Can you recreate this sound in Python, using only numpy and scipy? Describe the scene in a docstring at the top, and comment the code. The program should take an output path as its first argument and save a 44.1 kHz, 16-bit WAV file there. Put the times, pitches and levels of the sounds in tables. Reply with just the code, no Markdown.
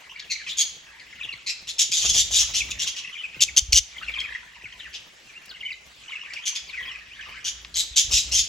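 """Budgerigars in a mesh aviary inside a hard-walled room. First come short squawks and whistles over
soft hiss and far chatter. Near 2 s a run of harsh squawks begins, made by a voice organ opening in quick
pulses. At 3.4 s a bird flies at the microphone: its calls are the loudest, their echo drops away, and
its wings push thumps of air. Quieter warbling follows, with two taps on the mesh, until more squawks
and wing beats close the scene around 8 s."""
import sys
import numpy as np
from scipy import signal
from scipy.fft import rfft, irfft, next_fast_len
from scipy.io import wavfile
from scipy.ndimage import uniform_filter1d, map_coordinates

SR = 44100
rng = np.random.default_rng(int(sys.argv[2]) if len(sys.argv) > 2 else 0)


def pcm_store(signal):
    """Save signal as 16-bit PCM."""
    levels = np.round(np.clip(np.atleast_2d(signal), -1, 1) * 32767)
    wavfile.write(sys.argv[1], SR, levels.astype(np.int16).T)


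N = 373968

# time the room's echo takes to fade by 60 dB: f/Hz, fade/s
ECHO_FADE = [(1000, 0.93), (12000, 0.31)]
# how much echo and hiss differ between left and right: f/Hz, level/dB
STEREO_WIDTH = [(60, -2), (300, -9), (1400, -1), (4000, -4.5), (7000, -4.5), (8200, -42)]
# tone of the background hiss: f/Hz, level/dB
AIR_TONE = [(40, -42), (100, -14), (1000, -18.5), (2500, -8.5), (5000, -14), (8000, -17.5), (12500, -36),
            (16000, -67)]
# bouts of far chatter: t/s, length/s, level/dB, middle pitch/Hz
FAR_BOUTS = [(0.038, 0.19, -45, 2213), (0.404, 0.1, -42, 2817), (0.894, 0.13, -47.5, 2007),
             (1.198, 0.097, -40.5, 2527), (2.403, 0.98, -46, 2500), (4.003, 0.33, -41, 2687),
             (4.561, 0.24, -46.5, 2217), (5.301, 0.31, -51, 2320), (6.094, 0.39, -42, 2484),
             (6.74, 0.22, -42, 2408), (7.205, 0.18, -41.5, 2191), (7.95, 1, -52.5, 2500)]
# feet landing on the perch: t/s, level/dB
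PERCH_KNOCKS = [(1.247, -51.5), (1.332, -51.5), (1.892, -48), (3.365, -44), (4.637, -49.5)]
# beaks and claws on the mesh: t/s, level/dB, f/Hz
MESH_TAPS = [(5.457, -43.5, 8000), (7.648, -34, 2790)]
# flights: t/s, length/s, stirred air/dB, feather rustle/dB
FLIGHTS = [(2.047, 0.39, -45.5, -48.5), (2.51, 0.26, -42, -56.5), (3.36, 0.41, -51, -60.5),
           (3.971, 0.29, -50.5, -61.5), (4.599, 0.31, -62, -94), (6.62, 1.2, -55, -65.5),
           (8.081, 0.27, -43, -56.5)]
# tone of rustling feathers: f/Hz, level/dB
FEATHER_TONE = [(130, -1.5), (175, 5), (230, -2.5), (500, -1.5), (1200, -4), (3000, -16)]
# close wing beats: t/s, push/dB
WING_BEATS = [(2.117, -39), (2.209, -42), (3.622, -31), (3.689, -29.5), (3.738, -23.5), (3.799, -36.5),
              (7.912, -40), (8.046, -39.5), (8.084, -33), (8.14, -29), (8.188, -37)]
# warbled notes: t/s, length/s, middle pitch/Hz, level/dB
WARBLE_NOTES = [(0.464, 0.026, 2425, -33), (0.294, 0.027, 2550, -30.5), (0.347, 0.02, 2390, -34),
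                (0.527, 0.011, 3800, -38), (3.981, 0.012, 3230, -33.5), (4.832, 0.031, 2770, -40.5),
                (6.827, 0.019, 3080, -36), (0.394, 0.032, 1710, -41), (1.199, 0.036, 2610, -37.5),
                (1.287, 0.013, 2800, -31.5), (1.325, 0.018, 4140, -37.5), (2.602, 0.025, 2490, -26.5),
                (3.037, 0.022, 2614, -33), (3.127, 0.02, 2946, -34.5), (3.176, 0.042, 2984, -32.5),
                (3.234, 0.03, 2425, -28.5), (3.394, 0.044, 2705, -32), (3.958, 0.019, 2106, -39.5),
                (4.019, .018, 1580, -40), (4.214, 0.013, 2072, -33.5), (3.148, 0.026, 2340, -34.5),
                (3.073, .014, 2690, -35.5), (6.307, 0.022, 1970, -37.5), (6.153, 0.024, 2530, -32.5),
                (6.691, .016, 2220, -38), (1.126, .014, 2095, -40), (0.987, 0.038, 2058, -46),
                (5.29, .03, 2415, -47), (5.509, .014, 3100, -40.5), (5.538, .026, 2850, -42),
                (5.556, .03, 2030, -45), (5.506, .03, 1545, -51), (7.364, .03, 2100, -43),
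                (4.025, 0.023, 2634, -36.5), (4.075, 0.019, 2664, -29.5), (4.08, 0.021, 2327, -27),
                (4.137, 0.012, 3164, -28), (4.154, 0.03, 2346, -29.5), (4.182, 0.037, 3185, -27),
                (4.239, 0.026, 2365, -29.5), (4.349, 0.014, 1943, -28.5), (5.606, 0.014, 2955, -36.5),
                (5.623, 0.051, 2190, -36.5), (5.651, 0.024, 2970, -27), (5.678, 0.02, 2190, -32.5),
                (6.121, 0.026, 2204, -31.5), (6.248, 0.02, 2605, -39), (6.73, 0.033, 2400, -32.5),
                (6.767, 0.057, 1970, -33), (6.95, 0.012, 2470, -33), (7.256, 0.041, 1151, -48)]
# wide whistled slides: t/s, length/s, first pitch/Hz, last pitch/Hz, level/dB
PITCH_SLIDES = [(1.231, 0.024, 3714, 2690, -29.5), (1.312, 0.034, 2895, 1944, -33.5),
                (3.479, 0.017, 2820, 2030, -30.5), (4.638, 0.035, 2610, 1982, -37),
                (4.848, 0.033, 2035, 1534, -43), (4.793, 0.027, 3950, 2480, -37),
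                (5.492, 0.03, 5170, 3440, -40), (5.704, 0.022, 2820, 1943, -27),
                (5.351, 0.035, 2405, 3000, -41), (6.086, 0.0367, 860, 1410, -51.5),
                (0.505, 0.039, 2850, 3866, -35), (7.93, 0.024, 4005, 3090, -44),
                (5.718, 0.018, 5000, 3750, -43.5), (6.096, 0.044, 3790, 2220, -40),
                (6.358, 0.019, 2727, 2170, -32), (6.675, 0.046, 5080, 3140, -42),
                (6.848, 0.038, 2405, 1965, -41), (6.869, 0.055, 3290, 2830, -36.5),
                (7.085, 0.1, 1825, 3850, -46), (7.161, 0.044, 1617, 2610, -44),
                (7.319, 0.074, 979, 1898, -46.5)]
# how the throat colours a squawk: f/Hz, level/dB
THROAT_TONE = [(1300, -26.5), (2300, -5), (3300, -3), (4500, 2.5), (6500, 1), (7600, -4), (8800, -10.5),
               (12000, -17), (16000, -29)]
# squawks and short chips: t/s, length/s, treble level/dB, pitch/Hz
SQUAWK_CALLS = [(0.194, 0.012, -37, 2430), (0.299, 0.03, -27, 2214), (0.463, 0.063, -38, 3030),
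                (0.568, 0.056, -18.5, 3583), (0.995, 0.0091, -53, 2185), (1.462, 0.048, -27.5, 2307),
                (1.671, 0.033, -28.5, 3530), (1.783, 0.043, -14, 3490), (1.912, 0.094, -20.5, 3550),
                (2.006, 0.07, -21, 3130), (2.083, 0.023, -14, 3353), (2.128, 0.091, -16.5, 3334),
                (2.309, 0.12, -16.5, 3373), (2.536, 0.061, -21, 3057), (2.704, 0.018, -24, 3270),
                (2.787, 0.056, -25.5, 3100), (2.86, 0.033, -25, 2970), (2.958, 0.04, -34.5, 2822),
                (3.405, 0.037, -9.5, 3307), (3.563, 0.034, -8, 3210), (3.722, 0.075, -9, 3158),
                (4.199, 0.0096, -34, 2250), (4.927, 0.0381, -41, 2957), (6.334, 0.0094, -34.5, 2320),
                (6.454, 0.035, -22, 3170), (6.547, 0.023, -29, 3004), (7.442, 0.052, -26, 3193),
                (7.741, 0.0097, -30.5, 4500), (7.75, 0.063, -19, 3320), (7.959, 0.05, -13.5, 3250),
                (8.111, 0.092, -16.5, 3310), (8.314, 0.097, -17.5, 2968)]


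def amp(db):
    """Turn decibels into a multiplier."""
    return 10 ** (np.asarray(db) / 20)


def unit(x):
    """Scale a sound to an average power of 1."""
    return x / np.sqrt(np.mean(x ** 2) + 1e-20)


def along(points, hz):
    """Read between the rows of a (frequency, value) table, on a log frequency scale."""
    f, v = np.transpose(points)
    return np.interp(np.log(hz + 1), np.log(f + 1), v)


def wobble(rate, size=N):
    """A smooth curve through `rate` random values a second."""
    knots = rng.standard_normal(int(size * rate / SR) + 4)
    return map_coordinates(knots, [np.arange(size) * rate / SR])


def filtered(x, response):
    """Scale and shift each frequency in x by response(hz)."""
    m = next_fast_len(N + SR // 2)
    return irfft(rfft(x, m) * response(np.fft.rfftfreq(m, 1 / SR)), m)[..., :N]


def add(track, s, sound):
    """Mix a sound into a track at s seconds."""
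    part = track[..., round(s * SR):][..., :sound.shape[-1]]
    part += sound[..., :part.shape[-1]]


def bouts(starts, lengths, levels_db, rest_db, rise=247.5, fall=71):
    """A level in dB that climbs from rest, holds and sinks for each bout (slopes in dB a second)."""
    t, level = np.arange(N) / SR, np.full(N, float(rest_db))
    for s, length, db in zip(starts, lengths, levels_db):
        before, after = np.maximum(s - t, 0), np.maximum(t - s - length, 0)
        level = np.maximum(level, db - rise * before - fall * after)
    return level


def room(sound):
    """Hard walls give a fresh echo. Rows: mid (what left and right share) and side (how they differ)."""
    hz, t, noise = signal.stft(rng.standard_normal((2, SR // 3)), SR, nperseg=256)
    decay = amp(-60 * t / along(ECHO_FADE, hz)[:, None])
    first_bounces = 1 + 2.95 * np.exp(-t / 0.015)
    tail = signal.istft(noise * decay * first_bounces, SR, nperseg=256)[1]
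    return signal.fftconvolve(sound[None], tail / np.linalg.norm(tail[0]), axes=1)


def hiss(tone):
    """Noise from all around (mid and side rows), in patches of random strength."""
    even = signal.stft(rng.standard_normal((2, N)), nperseg=512)[2]
    patches = uniform_filter1d(rng.standard_normal(even.shape[1:]), size=9, axis=0)
    patches = uniform_filter1d(patches, size=9, axis=1)
    noise = signal.istft(even * amp(3 * unit(patches)), nperseg=512)[1][:, :N]
    return unit(filtered(noise, lambda hz: amp(along(tone, hz))))


def far_chatter():
    """Five birds further off sing chains of raspy syllables that mostly fall in pitch."""
    starts, lengths, levels_db, middles_hz = zip(*FAR_BOUTS)
    track, middle_hz = np.zeros(N), np.interp(np.arange(N) / SR, starts, middles_hz)
    for pitch_share, db in [(1, 0)] * 4 + [(.55, -7.5)]:  # one mutters lower and softer
        count = np.cumsum(np.maximum(38 * (1 + .4 * wobble(15)), 5)) / SR  # about 38 syllables a second
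        syllable, progress = count.astype(int), count % 1
        centre, glide, strength = rng.standard_normal((3, syllable[-1] + 1))[:, syllable]
        bend = 0.29 * np.tanh(centre) + (.2 * glide - .2) * (progress - .5) + 0.075 * wobble(400)
        phase = 2 * np.pi * np.cumsum(pitch_share * middle_hz * np.exp(bend)) / SR
        shape = np.sin(np.pi * progress) ** 2 * amp(3 * strength + 5.1 * wobble(300))
        track += amp(db) * shape * (np.sin(phase) + amp(-13) * np.sin(2 * phase))
    return amp(bouts(starts, lengths, levels_db, rest_db=-63.5, rise=129, fall=106)) * unit(track)


def perch_knocks():
    """The long perch bends: its high tones arrive first, so each knock is a quick falling thud."""
    track, t = np.zeros(N), np.arange(SR // 25) / SR
    pitch_hz = 110 + 500 * np.exp(-t / 0.0044)
    thud = np.sin(2 * np.pi * np.cumsum(pitch_hz) / SR) * amp(-60 * t / 0.4)
    for s, db in PERCH_KNOCKS:
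        add(track, s, amp(db) * thud)
    return track


def mesh_taps():
    """A beak or claw hits the mesh: a tiny, dry burst of noise."""
    track, t = np.zeros(N), np.arange(SR // 50) / SR
    for s, db, hz in MESH_TAPS:
        band = signal.butter(3, [hz / 2.2, hz * 1.7], "bandpass", fs=SR)
        noise = unit(signal.lfilter(*band, rng.standard_normal(len(t))))
        add(track, s, amp(db - 60 * t / 0.036) * noise)
    return track


def feathers(flaps_per_s=17, swing_db=5):
    """Feathers rustle, louder in flight, swelling with every flap."""
    starts, lengths, _, levels_db = zip(*FLIGHTS)
    rustle_db = bouts(starts, lengths, levels_db, rest_db=-65)
    flaps = np.sin(2 * np.pi * np.cumsum(flaps_per_s * (1 + 0.16 * wobble(6.4))) / SR)
    return amp(rustle_db + swing_db * flaps + 3.5 * wobble(24)) * hiss(FEATHER_TONE)


def wing_thumps(ring_hz=57):
    """Pushes from wings and stirred air make the microphone ring at a low pitch."""
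    pushes = np.zeros(N)
    for s, db in WING_BEATS:
        add(pushes, s - .004, -amp(db) * np.hanning(420))
    ring = lambda hz, width: 1j * hz * width / (ring_hz ** 2 - hz ** 2 + 1j * hz * width)
    thumps = filtered(pushes, lambda hz: 4 * ring(hz, 21))
    starts, lengths, levels_db, _ = zip(*FLIGHTS)
    stir_db = bouts(starts, lengths, levels_db, rest_db=-67.5)
    stir = filtered(rng.standard_normal(N), lambda hz: ring(hz, 6.5) * hz ** 2 / (hz ** 2 + 45 ** 2))
    return thumps + amp(stir_db + 3.7 * wobble(3.6)) * unit(stir)


def whistle(length, first_hz, last_hz, hook=0):
    """A gliding note that starts too high by the share `hook`. Low notes are rougher and richer."""
    size = round(length * SR)
    progress = np.arange(size) / size
    rasp = .028 + 30.3 / first_hz  # shakes both pitch and strength
    glide_hz = first_hz + (last_hz - first_hz) * progress
    pitch_hz = glide_hz * (1 + hook * np.exp(-progress / 0.175) + rasp * wobble(303.4, size))
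    phase = 2 * np.pi * np.cumsum(pitch_hz) / SR
    shape = np.sin(np.pi * progress) ** 0.39 * np.exp(10 * rasp * wobble(303, size))
    richness = amp(-28 * np.clip(pitch_hz / 1100 - .8, 0, 1))
    return shape * (np.sin(phase) + richness * (np.sin(2 * phase) + 0.99 * np.sin(3 * phase)))


def warble(sag_hz=79.4):
    """Perched birds whistle slightly sinking notes and wide slides."""
    track = np.zeros(N)
    for s, length, hz, db in WARBLE_NOTES:
        add(track, s, amp(db) * whistle(length, hz + sag_hz / 2, hz - sag_hz / 2, hook=0.1067))
    for s, length, first_hz, last_hz, db in PITCH_SLIDES:
        add(track, s, amp(db) * whistle(length, first_hz, last_hz))
    return track


def squawk(length, pitch_hz, climb=.14):
    """The bird's voice organ opens in quick uneven pulses, letting out a shaky tone and rushing air."""
    size = round(length * SR)
    progress = np.arange(size) / size
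    pulse_hz = rng.uniform(170, 210) * (1 + .12 * wobble(60, size))
    count = np.cumsum(pulse_hz) / SR
    pulses = rng.uniform(.05, .3) + .4 * progress + np.sin(np.pi * count) ** 2
    pulses *= amp(2.5 * wobble(150, size))
    jumps = rng.standard_normal(int(count[-1]) + 1)[count.astype(int)]  # each pulse has its own pitch
    drift = .06 * wobble(30, size) + .075 * jumps + .07 * wobble(500, size)
    phase = 2 * np.pi * np.cumsum(pitch_hz * (1 + drift + climb * (progress - .5))) / SR
    tone = np.sin(phase) + np.sin(2 * phase) + 0.74 * np.sin(3 * phase)
    voice = pulses * (tone + 1.05 * rng.standard_normal(size))
    fade_in = np.clip(progress * length / min(0.012, 0.5 * length) + 0.19, 0, 1)
    fade_out = np.clip((1 - progress) / 0.17 + 0.065, 0, 1)
    return fade_in * fade_out * unit(voice)


def close_squawks(swoop_s=3.404, arrive_s=3.8, split_hz=4600):
    """All the squawks and their echoes, with the treble and the lower part each shaped by the throat."""
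    direct, echoes = np.zeros((2, N)), np.zeros((2, 2, N))
    for s, length, db, pitch_hz in SQUAWK_CALLS:
        lower_gain = amp(-2.5 + 0.63 * max(-18 - db, 0))  # softer calls are duller
        echo_db = -6 if length < .02 else 0  # short chips get less echo
        if swoop_s < s < arrive_s:  # a bird flies at the microphone, leaving the room behind
            echo_db = -14 - 11.5 * (s - swoop_s)
        call = amp(db) * squawk(length, pitch_hz)
        echo = amp(echo_db) * room(np.pad(call, (250, 0)))
        add(direct, s, np.array([call, lower_gain * call]))
        add(echoes, s, np.array([echo, lower_gain * echo]))
    low = lambda hz: 1 / (1 + (hz / split_hz) ** 12)
    throat = lambda hz: amp(along(THROAT_TONE, hz)) * [1 - low(hz), low(hz)]
    return filtered(direct, throat).sum(0), filtered(echoes, lambda hz: throat(hz)[:, None]).sum(0)


def scene():
    """Mix the birds and their room into left and right."""
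    near, around = close_squawks()
    notes, distant = warble(), far_chatter()
    song = amp(-6) * notes + amp(-5) * distant
    for start in range(0, N, SR // 4):  # the birds move, so the echo keeps changing
        add(around, start / SR, room(song[start:start + SR // 4]))
    around += feathers() + amp(-54 + 1.5 * wobble(5.5)) * hiss(AIR_TONE)
    direct = near + notes + amp(-4) * distant + mesh_taps()
    mid = direct + around[0] + wing_thumps() + perch_knocks()
    # below the high treble, direct sound reaches the left a little louder and earlier
    lean = lambda hz: (0.19 + .4j) / (1 + (hz / 6500) ** 8)
    side = filtered(around[1], lambda hz: amp(along(STEREO_WIDTH, hz))) + filtered(direct, lean)
    return np.array([mid + side, mid - side])


def record(dry, shift_above_hz=6850, top_hz=16000):
    """Slow volume control dips the lower tones after loud calls; left and right treble go out of step."""
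    power = signal.lfilter([1 / 7000], [1, 1 / 7000 - 1], np.mean(dry ** 2, 0))
    excess_db = np.maximum(10 * np.log10(power + 1e-12) + 22, 0)
    low = filtered(dry, lambda hz: 1 / (1 + (hz / 1600) ** 6) * (hz > 120))
    dipped = dry + (amp(-1.8 * excess_db) - 1) * low
    rounded = dipped / (1 + dipped ** 4) ** (1 / 4)  # the highest peaks are gently flattened
    opposite = np.array([[1], [-1]])
    shift = lambda hz: np.exp(-.5j * np.pi * np.maximum(hz - shift_above_hz, 0) / 2210 * opposite)
    return filtered(rounded, lambda hz: shift(hz) * (hz < top_hz))


dry = scene()
out = record(dry)
pcm_store(out)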